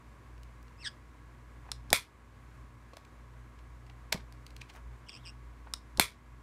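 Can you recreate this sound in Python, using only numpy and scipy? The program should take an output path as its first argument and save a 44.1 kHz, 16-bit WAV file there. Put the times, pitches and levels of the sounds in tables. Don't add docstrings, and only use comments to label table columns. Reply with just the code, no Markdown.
import sys
import numpy as np
from scipy import signal
from scipy.fft import rfft, irfft
from scipy.io import wavfile

SR = 44100
rng = np.random.default_rng(int(sys.argv[2]) if len(sys.argv) > 2 else 0)


def master_out(mix):
    frames = np.transpose(np.atleast_2d(mix))
    ceiling = np.clip(frames, -1, 1)
    pcm = np.round(ceiling * 32767).astype(np.int16)
    wavfile.write(sys.argv[1], SR, pcm)


N = 283122
TIME = np.arange(N) / SR

# t/s, relative level/dB, relative frame ring/dB, body thud f/Hz
SNAP_EVENTS = [(1.9297, 3, -1, 580), (5.997, 3, 0, 410)]
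# t/s, relative level/dB
KNOB_TOUCHES = [(1.7172, -16), (1.9043, -23.5), (5.7377, -14), (5.9743, -25.5)]


def amp(db):
    return 10 ** (np.asarray(db) / 20)


def evened(x):
    return x / np.sqrt(np.mean(x ** 2) + 1e-20)


def unit(x):
    return x / np.sqrt(np.sum(x ** 2) + 1e-20)


def read(points, hz):
    f, value = np.transpose(points)
    return np.interp(np.log(hz + 1), np.log(f + 1), value)


def add(mix, s, sound):
    part = mix[round(s * SR):][:len(sound)]
    part += sound[:len(part)]


def noise(shape_db, size):
    gain = amp(shape_db(np.fft.rfftfreq(size, 1 / SR)))
    return evened(irfft(rfft(rng.standard_normal(size)) * gain, size))


def band_noise(hz, slope_db, size):
    return noise(lambda f: -slope_db * np.log2((f + 1) / hz) ** 2, size)


def wander(rate, size):
    return noise(lambda f: -20 * np.log10(1 + (f / rate) ** 4), size)


def coloured(x, colour, tilt_db=0, size=4096):
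    hz = abs(np.fft.fftfreq(size, 1 / SR))
    octaves = np.log2(np.maximum(hz, 500) / 500)
    log_gain = np.log(amp(np.maximum(read(colour, hz), -70) + tilt_db * octaves))
    response = np.exp(np.conj(signal.hilbert(log_gain)))
    taps = np.fft.ifft(response).real[:size // 2]
    return signal.fftconvolve(x, unit(taps))


def room(build=.008):
    # f/Hz, t60/s
    decay_times = [(150, .16), (1000, .2), (2500, 0.2), (5000, 0.19), (12000, 0.15)]
    t = TIME[:SR // 2]
    sparse = rng.random(len(t)) < .12
    taps = rng.standard_normal(len(t)) * sparse * (1 - np.exp(-(t / build) ** 2))
    hz, at, bands = signal.stft(taps, SR, nperseg=128)
    dying = bands * amp(-60 * at / read(decay_times, hz)[:, None])
    return unit(signal.istft(dying, SR)[1])


def in_room(x, wet_db):
    return x + amp(wet_db) * signal.fftconvolve(x, room())[:N]


def air(rumble_db=-62, rumble_hz=95, rush_db=-65, hiss_db=-63.5, swell_db=0.46):
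    # f/Hz, relative level/dB per Hz
    rush_colour = [(100, -36), (170, -10.5), (243, -3.5), (392, -7.5), (800, -13), (1040, -46.5),
                   (1760, -120)]
    # f/Hz, relative level/dB per Hz
    hiss_colour = [(410, -35.5), (700, -18), (875, -8), (971, -0.5), (1120, -2.5), (1360, -7), (1620, -7),
                   (1750, -10), (2100, -8.5), (2880, -18), (5260, -24.5), (7110, -24), (14400, -34),
                   (16000, -45)]
    rumble = amp(rumble_db) * band_noise(rumble_hz, slope_db=12.5, size=N)
    rush = amp(rush_db) * noise(lambda f: read(rush_colour, f), N)
    hiss = amp(hiss_db) * noise(lambda f: read(hiss_colour, f), N)
    return (rumble + rush + hiss) * amp(swell_db * wander(6.1, N))


def hum(motor_hz=57.7, buzz_hz=120, motor_db=0, buzz_db=-1, waver_rad=.18, flutter_db=1.8):
    # t/s, relative motor level/dB, relative mains buzz level/dB
    course = [(0.0, -60, -65), (0.45, -51, -60.5), (1.03, -58, -65), (1.91, -48, -55), (2.07, -63, -70),
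              (2.63, -51.5, -58), (3.04, -62, -67), (3.22, -52, -58), (4.63, -51, -58), (4.67, -60, -68),
              (4.9, -46, -56), (5.17, -61.5, -68), (5.22, -52, -58), (5.93, -52, -66), (5.99, -46, -46),
              (6.1, -60, -73), (6.33, -51, -57), (6.42, -52, -61)]
    # f/Hz, rms level/dB
    faint_tones = [(240, -70.5), (304, -74), (1112, -72.5), (1670, -77)]
    s, *levels = np.transpose(course)
    out = np.zeros(N)
    for hz, db, level_db in zip((motor_hz, buzz_hz), (motor_db, buzz_db), levels):
        swell = amp(np.interp(TIME, s, level_db) + db + flutter_db * wander(9, N))
        out += swell * np.sin(2 * np.pi * hz * TIME + waver_rad * wander(3.5, N))
    for hz, db in faint_tones:
        unsteady_time = TIME + .0003 * wander(5, N)
        out += amp(db) * np.sin(2 * np.pi * hz * unsteady_time)
    return np.sqrt(2) * out


def scuff(db, half, hz, slope_db=4.5, grain_db=3.5):
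    rub = evened(band_noise(hz, slope_db, SR) * amp(grain_db * wander(200, SR)))
    return amp(db) * rub * np.exp(-((TIME[:SR] - .5) / half) ** 2)


def thump(db, hz, decay):
    t = TIME[:SR]
    return amp(db) * np.sin(2 * np.pi * hz * t) * np.exp(-t / decay)


def purse_body(squeeze_lead_s=.011, flop_s=4.146):
    # t/s of the middle, level/dB, half length/s, centre f/Hz
    rubs = [(1.661, -62.5, .03, 820), (1.69, -53, .007, 780), (2.937, -50.5, .006, 440),
            (2.971, -51.5, 0.0036, 600), (4.203, -58, .006, 1800), (4.237, -62, .023, 400),
            (4.615, -52, .006, 2380), (4.698, -56, .008, 2600), (4.752, -66, .028, 5000),
            (4.763, -55, 0.028, 870), (5.674, -53, .008, 750)]
    to_middle = .5
    out = np.zeros(N)
    for s, _, _, thud_hz in SNAP_EVENTS:
        squeeze_s = s - squeeze_lead_s
        add(out, squeeze_s, thump(db=-34, hz=82, decay=0.03))
        add(out, squeeze_s - to_middle, scuff(db=-44.5, half=.0073, hz=380))
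        add(out, squeeze_s - to_middle, scuff(db=-57, half=.006, hz=4500))
        add(out, s, thump(db=-27, hz=thud_hz, decay=.006))
        add(out, s, thump(db=-34, hz=125, decay=.009))
    for s, _ in KNOB_TOUCHES[::2]:
        add(out, s + 0.0043 - to_middle, scuff(db=-51, half=.0035, hz=1100))
    add(out, flop_s, thump(db=-28.5, hz=184, decay=.0088))
    add(out, flop_s + .007 - to_middle, scuff(db=-44, half=0.0092, hz=500))
    for s, db, half, hz in rubs:
        add(out, s - to_middle, scuff(db, half, hz))
    return in_room(out, wet_db=-14)


def syrinx(hz, rough, jitter=0.078, shimmer_db=4.0, rasp=0.42):
    turns = np.cumsum(hz * np.exp(jitter * rough * wander(460, len(hz)))) / SR
    rolloff = 1.7 - 1.31 * rough
    tone = sum(np.cos(2 * np.pi * k * turns) / k ** rolloff
               for k in range(1, 6) if k * hz.mean() < SR / 3)
    puffs = rng.standard_normal(len(hz)) * (1 + np.cos(2 * np.pi * turns))
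    shimmer = amp(shimmer_db * rough * wander(480, len(hz)))
    return evened((evened(tone) + rasp * rough * puffs) * shimmer)


def call(curve, clean_db, harsh_db, rough_low, rough_top, quaver=0.059, quaver_hz=105, quaver_db=3):
    s, pitch, effort = np.transpose(curve)
    t = np.arange(s[0], s[-1], 1 / SR)
    hz, db = np.interp(t, s, pitch), np.interp(t, s, effort)
    peak_db = np.maximum.accumulate(db)
    harshness = np.clip((peak_db - clean_db) / (harsh_db - clean_db), 0, 1)
    rough = rough_low + (rough_top - rough_low) * harshness
    shake = rough * np.sin(2 * np.pi * quaver_hz * t + wander(60, len(t)))
    voice = syrinx(hz * (1 + quaver * shake), rough)
    return s[0], amp(db - quaver_db * shake) * voice * signal.windows.tukey(len(t), .04)


def trill(length, db, rate, top_hz=2850, sag=.18, ends_db=-9, sharpness=1.8, rough=.72):
    t = np.arange(0, length, 1 / SR)
    swell = amp(ends_db * (2 * t / length - 1) ** 2)
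    push = abs(np.sin(np.pi * rate * t)) ** sharpness
    hz = top_hz * (1 - sag * (push * swell) ** 2)
    return amp(db) * swell * push * syrinx(hz, rough, jitter=.03, shimmer_db=3, rasp=.25)


def parrot(level_db=1, trill_db=2.5):
    # t/s, pitch f/Hz, effort as relative level/dB
    squawk = [(.778, 2444, -66), (.812, 2773, -53.5), (.841, 2153, -47.5), (.849, 1857, -39),
              (.866, 1645, -39), (.879, 1623, -38), (.884, 1626, -44), (.897, 1620, -60)]
    # t/s, pitch f/Hz, effort as relative level/dB
    whistle = [(5.06, 2800, -66), (5.105, 3390, -58), (5.14, 3160, -62), (5.195, 3200, -68),
               (5.222, 4115, -76), (5.262, 2846, -55), (5.30, 2795, -56), (5.313, 2830, -68.5)]
    # start t/s, length/s, relative level/dB, push rate/Hz
    trills = [(5.085, 0.018, -44, 156), (5.1153, 0.068, -49.5, 93), (5.252, .051, -46.5, 175)]
    # f/Hz, relative gain/dB
    throat = [(900, -13), (1700, -4.5), (2300, -7), (2950, -0.5), (3600, 2), (4100, -1.5), (4800, 3.5),
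              (5500, 3), (6400, -14), (7600, -10), (8450, 1), (9300, -17), (15000, -28)]
    out = np.zeros(N)
    add(out, *call(squawk, clean_db=-57.5, harsh_db=-43, rough_low=0.17, rough_top=0.68))
    add(out, *call(whistle, clean_db=-70.5, harsh_db=-61, rough_low=0.53, rough_top=0.546))
    for s, length, db, rate in trills:
        add(out, s, trill(length, db + trill_db, rate))
    throat_gain = amp(level_db + read(throat, np.fft.rfftfreq(N, 1 / SR)))
    voice = irfft(rfft(out) * throat_gain, N)
    return in_room(voice, wet_db=-19.5)


def contact(decay, rattle):
    t = TIME[:SR // 20]
    envelope = np.exp(-t / decay) * (1 - np.exp(-2 * t / decay))
    grains = unit(rng.standard_normal(len(t)) * envelope)
    return unit((t == 0) + rattle * grains)


def clicks(rows, colour, rattle, level_db, wet_db):
    out = np.zeros(N)
    for s, db, tilt_db, decay in rows:
        click = unit(coloured(contact(decay, rattle), colour, tilt_db))
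        add(out, s, amp(db + level_db) * click)
    return in_room(out, wet_db)


def clasp(touch_decay=0.0019, touch_tilt_db=1.56):
    # t/s, relative level/dB, tilt/dB per octave, decay/s
    ticks = [(.3795, -46, -2, .002), (.4333, -42.5, 5.5, 0.00089), (.629, -50, 10, 0.0011),
             (.6818, -49, 1, 0.0013), (2.935, -41.5, 1, 0.0036), (2.969, -34.5, 3, 0.0019),
             (3.0503, -44.5, 2, .002), (3.5895, -46, 0, .0035), (3.8655, -49, 3, .002),
             (3.8983, -38, -3, 0.0025), (4.3245, -41.5, 4.5, 0.0011), (4.4656, -35, 4, 0.0016),
             (4.5055, -42.5, 2, 0.0018), (4.5653, -34.5, 5, .0012), (4.6155, -29.5, 0.5, .003),
             (4.6995, -35.5, -1, 0.0044)]
    slips = [(4.1212, -34, -4, .003), (4.1239, -15.5, 1.5, .0022), (4.1261, -10, 3, 0.0013),
             (4.129, -18, -1, 0.004), (4.142, -29, 1, 0.0017), (4.1755, -36.5, -2, 0.0033)]
    # f/Hz, relative level/dB per Hz
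    beak_colour = [(410, -70), (700, 0), (958, -1), (1280, -5.5), (2430, 5.5), (3640, -3.5), (4100, 0.5),
                   (4490, -1.5), (12500, -21.5), (14400, -26), (16000, -35)]
    slip_colour = [(88, -47), (150, -8), (309, -16), (578, -3), (1060, -2), (1360, -10), (2180, -2),
                   (2980, -12), (3420, -1.5), (4300, -6.5), (6390, -15.5), (7500, -10.5), (8900, -20.5),
                   (14500, -25.5), (16000, -37)]
    knob_colour = [(180, -41), (300, -12.5), (624, -19.5), (1360, -4.5), (2070, -20), (4020, -2.5),
                   (4670, -8), (5160, 1), (6100, -14.5), (9550, -11.5), (12100, -28), (13800, -24),
                   (16000, -46.5)]
    touches = [(s, db, touch_tilt_db, touch_decay) for s, db in KNOB_TOUCHES]
    return (clicks(ticks, beak_colour, rattle=1.3, level_db=8, wet_db=-12.5)
            + clicks(slips, slip_colour, rattle=1.44, level_db=9, wet_db=-17)
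            + clicks(touches, knob_colour, rattle=0.59, level_db=7, wet_db=-18.0))


def snaps(crack_db=8, echo_db=0.0, ring_db=-1, decay=.0014, rattle=1.055, echo_build=0.0079,
          ring_build=0.016, ring_t60=.145, uneven_db=1.2):
    # f/Hz, relative level/dB per Hz
    crack_colour = [(100, -33.5), (170, -4), (800, -3), (1250, -5), (2100, -4), (2440, -5.5), (2780, -12.5),
                    (3430, 0.5), (4830, -8), (5520, -13.5), (6800, -11.5), (7200, -7), (9950, -9),
                    (10500, -10.5), (11600, -10), (14500, -19), (16000, -24.5)]
    echo_colour = [(59, -35.5), (100, -10.5), (166, -21), (513, -17.5), (691, -13), (818, -24), (970, -8),
                   (1580, -12.5), (2220, -3.5), (2800, -14.5), (3470, -7.5), (6700, -14), (11200, -12.5),
                   (14700, -18), (16000, -37)]
    # f/Hz, relative level/dB
    modes = [(426, -14.5), (980, -12.5), (1357, -9), (2051, -10), (2137, -5.5), (2215, -3.5), (2286, -1),
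             (2405, -2.5), (2440, -1), (2678, -9), (3400, -1), (3518, -4), (4150, -8), (5130, -11),
             (7400, -13.5), (8514, -7), (8787, -7), (9518, -11.5), (11051, -7), (11230, -10.5)]
    out, t = np.zeros(N), TIME[:SR // 3]
    for s, db, frame_db, _ in SNAP_EVENTS:
        ring = np.zeros(len(t))
        for hz, level in modes:
            swell = amp(level + uneven_db * wander(50, len(t)))
            ring += swell * np.sin(2 * np.pi * (hz * t + rng.random()))
        ring *= np.exp(-np.log(1000) * t / ring_t60) * (1 - np.exp(-t / ring_build))
        crack = unit(coloured(contact(decay, rattle), crack_colour))
        echo = unit(coloured(room(echo_build), echo_colour))
        add(out, s, amp(db + crack_db) * crack)
        add(out, s, amp(db + frame_db + ring_db) * unit(ring))
        add(out, s, amp(db + echo_db) * echo)
    return out


def scene():
    return (air() + hum() + purse_body() + parrot() + clasp() + snaps())[None]


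def record(dry, threshold_db=-24, fall_db_per_s=14, share=0.47, edge_hz=15900):
    power_db = 10 * np.log10(signal.lfilter([.002], [1, -.998], dry[0] ** 2) + 1e-12)
    fall = TIME * fall_db_per_s
    held_db = np.maximum.accumulate(power_db + fall) - fall
    over_db = np.maximum(held_db - threshold_db, 0)
    ducked = dry / amp(share * signal.lfilter([.005], [1, -.995], over_db))
    limited = .9 * np.tanh(ducked / .9)
    low_pass = signal.firwin(255, edge_hz, window=("kaiser", 8), fs=SR)
    return signal.oaconvolve(limited, low_pass[None], "same")


dry = scene()
out = record(dry)
master_out(out)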